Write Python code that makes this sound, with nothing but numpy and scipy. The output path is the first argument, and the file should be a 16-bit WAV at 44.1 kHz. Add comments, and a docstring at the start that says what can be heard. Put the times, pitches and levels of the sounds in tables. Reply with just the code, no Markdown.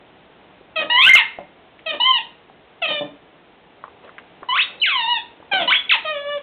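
"""A dog chews a rubber squeaky ball in a carpeted room. Each bite drives air through the ball's reed, a harmonic
stack that glides with the pressure; under a weak flow it drops to a lower note. Teeth and jaws click as damped
rings, slipping rubber rumbles in the hollow ball, and paws and muzzle brush the carpet as noise.
A steady noise floor lies under it; a small narrow-band camera picks it up and clips loud peaks."""
import sys
import numpy as np
from scipy import signal
from scipy.fft import rfft, irfft, next_fast_len
from scipy.io import wavfile
from scipy.ndimage import map_coordinates

SR = 44100
rng = np.random.default_rng(int(sys.argv[2]) if len(sys.argv) > 2 else 0)


def transcribe(signal):
    """Save signal, clipped to [-1, 1], as a 16-bit WAV file at the path in sys.argv[1]."""
    frames = np.atleast_2d(signal).T
    limited = np.clip(frames, -1, 1)
    pcm = np.round(limited * 32767).astype(np.int16)
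    wavfile.write(sys.argv[1], SR, pcm)


N = 283254

# Rubber creases and shudders between the teeth: centre_s, half_length_s, level_db
SHUDDER_EVENTS = [(0.833, 0.039, -35), (1.41, .02, -40.5), (1.945, 0.022, -36.5), (2.907, .022, -31),
                  (3.046, 0.0081, -48.5), (3.068, 0.041, -41.5), (5.535, 0.0086, -30.5),
                  (5.613, 0.023, -34), (5.665, 0.019, -35)]

SQUEAK_SCOOP, LOW_SCOOP, SCOOP_S = -.06, .11, .005  # starting pitch error (share), settling time
SQUEAK_ATTACK_S, LOW_ATTACK_S, CUT_S = .004, .008, .004  # a weak flow is slower to start the reed
DROOP_SHARE, DROOP_DB = .15, 12  # pitch and level lost at the note's end as pressure dies
BREAK_HZ, BREAK_WIDTH_HZ, BREAK_RATTLE = 1400, 200, .2  # the reed rattles on its way into the top register
SHUDDER_RATTLE = .28  # rattle depth while the rubber shudders
TILT_HZ = 3100  # overtones tilt below this
SLIP_S, SLIP_KNOTS_PER_S = .0022, 150  # rubber gives in jerks: glides run early or late
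JITTER, ROUGH_JITTER, RATTLE_JITTER = .0028, .043, .035  # pitch shake (share): clean, per roughness, per rattle


def amp(db):
    """Decibels to gain."""
    return 10 ** (np.asarray(db) / 20)


def unit(x):
    """Scale to rms 1."""
    return x / np.sqrt(np.mean(x ** 2) + 1e-20)


def along(points, hz):
    """Interpolate (Hz, value) points on a log frequency axis."""
    point_hz, values = np.transpose(points)
    return np.interp(np.log(hz + 1), np.log(point_hz + 1), values)


def wobble(knots_per_s, size):
    """Smooth random curve through normal-distributed knots."""
    knots = rng.standard_normal(int(size * knots_per_s / SR) + 4)
    return map_coordinates(knots, [np.arange(size) * knots_per_s / SR])


def filtered(x, response):
    """Apply a frequency response to x by FFT."""
    m = next_fast_len(N + SR // 2)
    return irfft(rfft(x, m) * response(np.fft.rfftfreq(m, 1 / SR)), m)[:N]


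def noise(spectrum):
    """Coloured noise of rms 1."""
    return unit(filtered(rng.standard_normal(N), lambda hz: amp(along(spectrum, hz))))


def swell(t, centre, half):
    """Bell-shaped rise and fall."""
    return np.exp(-((t - centre) / half) ** 2)


def add(out, start_s, x):
    """Mix x into out in place from start_s."""
    part = out[round(start_s * SR):][:len(x)]
    part += x[:len(part)]


def room_tone():
    """Room tone and hiss: coloured noise with a slowly drifting level."""
    # hz, relative_level_db_per_hz
    floor_spectrum = [(15, -52), (25, -25), (48, -8.5), (136, -7), (167, -2), (220, -4), (329, -1.5),
                      (482, -1.5), (513, -4.5), (735, -2), (1150, -9.5), (2960, -12.5), (3900, -16.5),
                      (5070, -48), (8580, -120)]
    # time_s, level_db
    floor_level = [(0, -49.5), (2.6, -50.5), (3.6, -51), (4.4, -48.5), (6.4, -50)]
    level_db = np.interp(np.arange(N) / SR, *np.transpose(floor_level))
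    return noise(floor_spectrum) * amp(level_db)


def clicks(attack_s=.00025, crack=.13, crack_t60_s=.073, ring_cycles=12):
    """Teeth and jaws: each snap rings the mouth, with a wet noise crack around the same pitch."""
    # start_s, peak_db (before a common +1 dB), ring_hz
    snap_events = [(0.3, -43.5, 420), (0.611, -41, 399), (1.387, -21, 671), (1.792, -34, 2228),
                   (2.499, -35, 765), (3.8395, -20.5, 1117), (3.88, -32, 1060), (4.078, -36, 1400),
                   (4.093, -32.5, 1310), (4.1822, -24.5, 1950), (4.187, -26.5, 1507), (4.424, -32.5, 388),
                   (4.4307, -23, 1100), (5.402, -34.5, 599), (5.427, -36, 900)]
    out, t = np.zeros(N), np.arange(SR // 8) / SR
    for start_s, peak_db, hz in snap_events:
        ring = np.sin(2 * np.pi * hz * t) * amp(-60 * t * hz / ring_cycles)  # -60 dB in ring_cycles
        band = signal.butter(3, [hz / 2, hz * np.sqrt(2)], "bandpass", fs=SR, output="sos")
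        wet = unit(signal.sosfilt(band, rng.standard_normal(len(t)))) * amp(-60 * t / crack_t60_s)
        snap = (ring + crack * wet) * (1 - swell(t, 0, attack_s))
        add(out, start_s, amp(peak_db + 1) * snap / np.abs(snap).max())
    return out


def flow(t, note, scoop):
    """Pitch and level of one note: glide with air pressure, shift in a clench, droop at release."""
    # The jaws clench or slacken briefly: centre_s, half_length_s, pitch_change_share, gain_db
    clenches = [(.995, .026, .02, 3), (1.14, 0.011, 0, -3), (2.037, 0.011, -.005, -4.5),
                (2.087, .048, .083, 3.2), (2.13, 0.0066, -0.0012, -6.5), (4.596, .014, -0.0084, 4.5),
                (4.833, .013, 0.054, 5.5), (4.951, .04, .035, 0), (5.037, 0.022, -.025, -2.5),
                (5.109, .045, .045, 0.5), (5.7, 0.013, .01, -4), (5.726, 0.0036, 0.075, 6),
                (5.921, 0.0074, .03, 5), (6.097, .022, 0.0092, 3), (6.225, 0.027, 0.0022, -7),
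                (6.323, 0.045, .02, 2)]
    start_s, length_s, from_hz, to_hz, glide_s, bend, from_db, to_db, _, _, release_s, _ = note
    age = np.abs(t - start_s)
    progress = 1 - np.exp(-(age / glide_s) ** bend)
    dying = np.exp((age - length_s) / release_s)
    pitch = from_hz * (to_hz / from_hz) ** progress
    pitch = pitch * (1 + scoop * np.exp(-age / SCOOP_S)) * (1 - DROOP_SHARE * dying)
    level_db = from_db + (to_db - from_db) * progress - DROOP_DB * dying
    for centre_s, half_s, change, gain_db in clenches:
        bump = swell(t, centre_s, half_s)
        pitch = pitch * (1 + change * bump)
        level_db = level_db + gain_db * bump
    return pitch, level_db


def reed(note, scoop, attack_s, waver=.004, wander_db=3.0, wander_knots_per_s=45):
    """One reed note: seven harmonics follow the air pressure, coloured by ball and mouth."""
    # Colour of ball and mouth: hz, gain_db
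    body = [(620, -1.5), (780, 4.5), (970, -3.5), (1200, -9.5), (1500, -3), (1850, -7.5), (2150, -5.5),
            (2450, -2.5), (3000, -.5), (3400, -2.5), (3800, -6.5), (4100, -15)]
    start_s, length_s, *_, first_db, tilt_db_per_octave, _, rough = note
    size = int(length_s * SR)
    t = start_s + np.arange(size) / SR
    pitch, level_db = flow(t, note, scoop)
    pitch = np.interp(t + SLIP_S * wobble(SLIP_KNOTS_PER_S, size), t, pitch)

    shudder = sum(swell(t, centre_s, half_s) for centre_s, half_s, _ in SHUDDER_EVENTS)
    rattle = BREAK_RATTLE * swell(pitch, BREAK_HZ, BREAK_WIDTH_HZ) + SHUDDER_RATTLE * shudder
    jitter = JITTER + ROUGH_JITTER * rough + RATTLE_JITTER * rattle
    unsteady = jitter * wobble(500, size) + waver * wobble(wander_knots_per_s, size)
    phase = 2 * np.pi * np.cumsum(pitch * (1 + unsteady)) / SR

    k = np.arange(1, 8)[:, None]
    partial_hz = k * pitch
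    # The moving mouth shades each partial differently.
    shade_db = wander_db * np.array([wobble(wander_knots_per_s, size) for _ in k])
    tilt_db = tilt_db_per_octave * np.log2(np.minimum(partial_hz / TILT_HZ, 1))
    colour_db = along(body, partial_hz) + np.where(k == 1, first_db, tilt_db)
    weights = amp(colour_db + shade_db) / (1 + (partial_hz / 4100) ** 40)  # steep cut near 4.1 kHz
    tone = np.sum(weights * np.sin(k * phase), axis=0) / np.linalg.norm(weights, axis=0)

    # Turbulence shakes the swing; rattle weakens every second cycle.
    turbulence = rough * wobble(900, size)
    swing = 1 + turbulence + rattle * (np.cos(phase / 2) + wobble(350, size))
    gate = np.clip(np.minimum((t - start_s) / attack_s, (t[-1] - t) / CUT_S), 0, 1)
    return np.sqrt(2) * amp(level_db) * tone * swing * gate


def ball(x, top_hz=1300, low_hz=130):
    """Hollow-ball resonances; small and soft, it radiates little deep bass or treble."""
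    # centre_hz, width_hz, gain_db
    ball_modes = [(203, 52, -8), (297, 110, 3), (585, 160, 8), (750, 63, -10.5), (1170, 170, -31)]

    def response(f):
        modes = sum(amp(db) * 1j * f * w / (c * c - f * f + 1j * f * w) for c, w, db in ball_modes)
        return modes * (1j * f / (low_hz + 1j * f)) ** 2 / (1 + 1j * f / top_hz) ** 2

    return filtered(x, response)


def shudders(slips_per_s=400):
    """Uneven little slips of rubber on teeth, random impulses, rumble in the ball."""
    t = np.arange(N) / SR
    slips = (rng.random(N) < slips_per_s / SR) * rng.uniform(.15, 1, N) * rng.choice([-1, 1], N)
    envelope = sum(amp(db) * swell(t, centre_s, half_s) for centre_s, half_s, db in SHUDDER_EVENTS)
    return unit(ball(slips)) * envelope


def flaps(start_s=3.0093, gap_s=.0068, peak_db=-16.5, loss_db=1.9, count=4, size=40):
    """As the ball slips free the slack reed beats the hollow ball, each beat weaker than the last."""
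    beats = np.zeros(N)
    for k in range(count):
        add(beats, start_s + k * gap_s, amp(-k * loss_db) * np.hanning(size))
    thump = ball(beats)
    return amp(peak_db) * thump / np.abs(thump).max()


def scuffs():
    """Paws and muzzle brush the carpet pile: short swells of coloured noise."""
    # centre_s, half_length_s, level_db
    rubs = [(4.049, 0.017, -41.5), (4.092, 0.014, -50.5), (4.218, 0.033, -71), (4.758, 0.14, -51.5)]
    # hz, relative_level_db_per_hz
    carpet = [(100, -17.5), (500, 12), (1500, -4.5), (2500, -2), (3800, -10)]
    t = np.arange(N) / SR
    return noise(carpet) * sum(amp(db) * swell(t, centre_s, half_s) for centre_s, half_s, db in rubs)


def room(x, tail_db=-7.0, build_s=.003):
    """A few wall echoes and a short diffuse tail whose decay varies with frequency."""
    # Early echoes: delay_s, gain_db
    walls = [(.0058, -17), (.0105, -17), (.0155, -11.5), (.021, -15.5), (.031, -11)]
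    # Tail decay: hz, t60_s
    decay = [(200, 0.8), (700, 0.37), (2100, 0.42), (3000, .32), (4000, 0.37)]
    hz, t, z = signal.stft(rng.standard_normal(SR * 3 // 4), SR, nperseg=256)
    envelope = amp(-60 * t / along(decay, hz)[:, None]) * (1 - np.exp(-t / build_s))
    tail = signal.istft(z * envelope, SR, nperseg=256)[1]
    answer = amp(tail_db) * tail / np.linalg.norm(tail)
    for delay_s, db in walls:
        add(answer, delay_s, amp([db]))
    return signal.fftconvolve(x, answer)[:N]


def scene(click_room_db=-11):
    """The toy and the dog in the room, over room tone and hiss."""
    # Both note tables: start_s, length_s, from_hz, to_hz, glide_s, bend (high holds the first pitch longer),
    # from_db, to_db, fundamental_db, tilt_db_per_octave, release_s, roughness (0-1)
    # Weak flow: the low, raspy note sags as the flow runs out
    low_notes = [(0.757, .085, 633.4, 584, .064, 5, -19.5, -28.5, 0, -1.5, .007, .05),
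                 (1.859, 0.059, 637, 582, 0.049, 4, -23, -23, 0, 3, .003, .07),
                 (1.913, 0.042, 610.7, 578, 0.032, 2, -28, -30, 0, -1, .004, 0.25),
                 (2.817, .05, 671.7, 589, .039, 3, -19.5, -22.5, -1.5, -0.5, .003, 0.12),
                 (2.874, 0.13, 628.4, 578, 0.093, 1.3, -21.5, -28, -1.5, 4, 0.0039, 0.08),
                 (5.513, .079, 783, 730, .056, 3, -17.5, -20, -4, -2, 0.00092, .06),
                 (5.589, .05, 696.4, 625, 0.038, 3, -23, -19.5, -2, 1, 0.0043, 0.25),
                 (6.046, .342, 622, 570.5, 0.092, 4, -24, -31, 8.5, -7, 0.0037, 0.01)]
    # Strong flow: pitch follows the jaws as they close and ease
    squeaks = [(0.898, 0.19, 964.2, 1635, 0.15, 4.4, -16, -8.5, -3.5, -5, 0.00089, .07),
               (1.089, 0.072, 2130, 2108, 0.051, 0.89, -6, -6.5, 0, -1, .001, 0.1),
               (1.149, 0.072, 1560, 925, 0.031, 2.2, -10, -14.5, -4, -6.5, .012, .18),
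               (1.999, .194, 970, 958, .1, 2, -16.5, -17.5, -7.5, 16, .014, .03),
               (4.486, .148, 996.6, 4080, .107, 4.1, -20.5, -18.5, 7, -0.5, 0.0026, 0.06),
               (4.799, 0.02, 3890, 4020, 0.0073, 2, -31, -30.5, 0, 0, 0.0034, 0),
               (4.815, .374, 3178, 921.2, .068, 1.4, -18.5, -21, -2, 6.5, .012, .03),
               (5.675, 0.11, 985, 3450, .056, 3.4, -14, -16.5, 3, 6, .004, .16),
               (5.892, 0.071, 4025, 935, .021, 1.2, -14, -15.5, -5, -5, 0.013, 0.2)]
    toy = np.zeros(N)
    for note in low_notes:
        add(toy, note[0], reed(note, LOW_SCOOP, LOW_ATTACK_S))
    for note in squeaks:
        add(toy, note[0], reed(note, SQUEAK_SCOOP, SQUEAK_ATTACK_S))
    spread = toy + shudders() + flaps() + scuffs()
    snaps = clicks()  # close to the carpet, which soaks up most of their echo
    echoes = room(spread + amp(click_room_db) * snaps)
    return (spread + snaps + echoes + room_tone())[None]


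def record(dry, camera_hz=8000, top_hz=15800, ceiling=.72):
    """Camera input: band limit and clipping, then a low sample rate folds distortion and mirrors the band top."""
    narrow = filtered(dry[0], lambda hz: 1 / np.sqrt(1 + (2 * hz / camera_hz) ** 60))
    narrow = np.clip(narrow, -ceiling, ceiling)
    clock = 2 * np.pi * camera_hz * np.arange(N) / SR
    folded = narrow * (1 + 2 * np.cos(clock) + 2 * np.cos(2 * clock))  # images around the sample rate
    # hz, gain_db
    skirt = [(3600, 0), (4000, -6), (4300, -20), (4550, -42), (4800, -85), (5200, -120)]
    smooth = filtered(folded, lambda hz: amp(along(skirt, hz)))
    # Peaks that overshoot between samples clip again and crackle in the treble.
    clipped = np.clip(smooth, -ceiling, ceiling)
    return filtered(clipped, lambda hz: hz < top_hz)[None]


dry = scene()
out = record(dry)
transcribe(out)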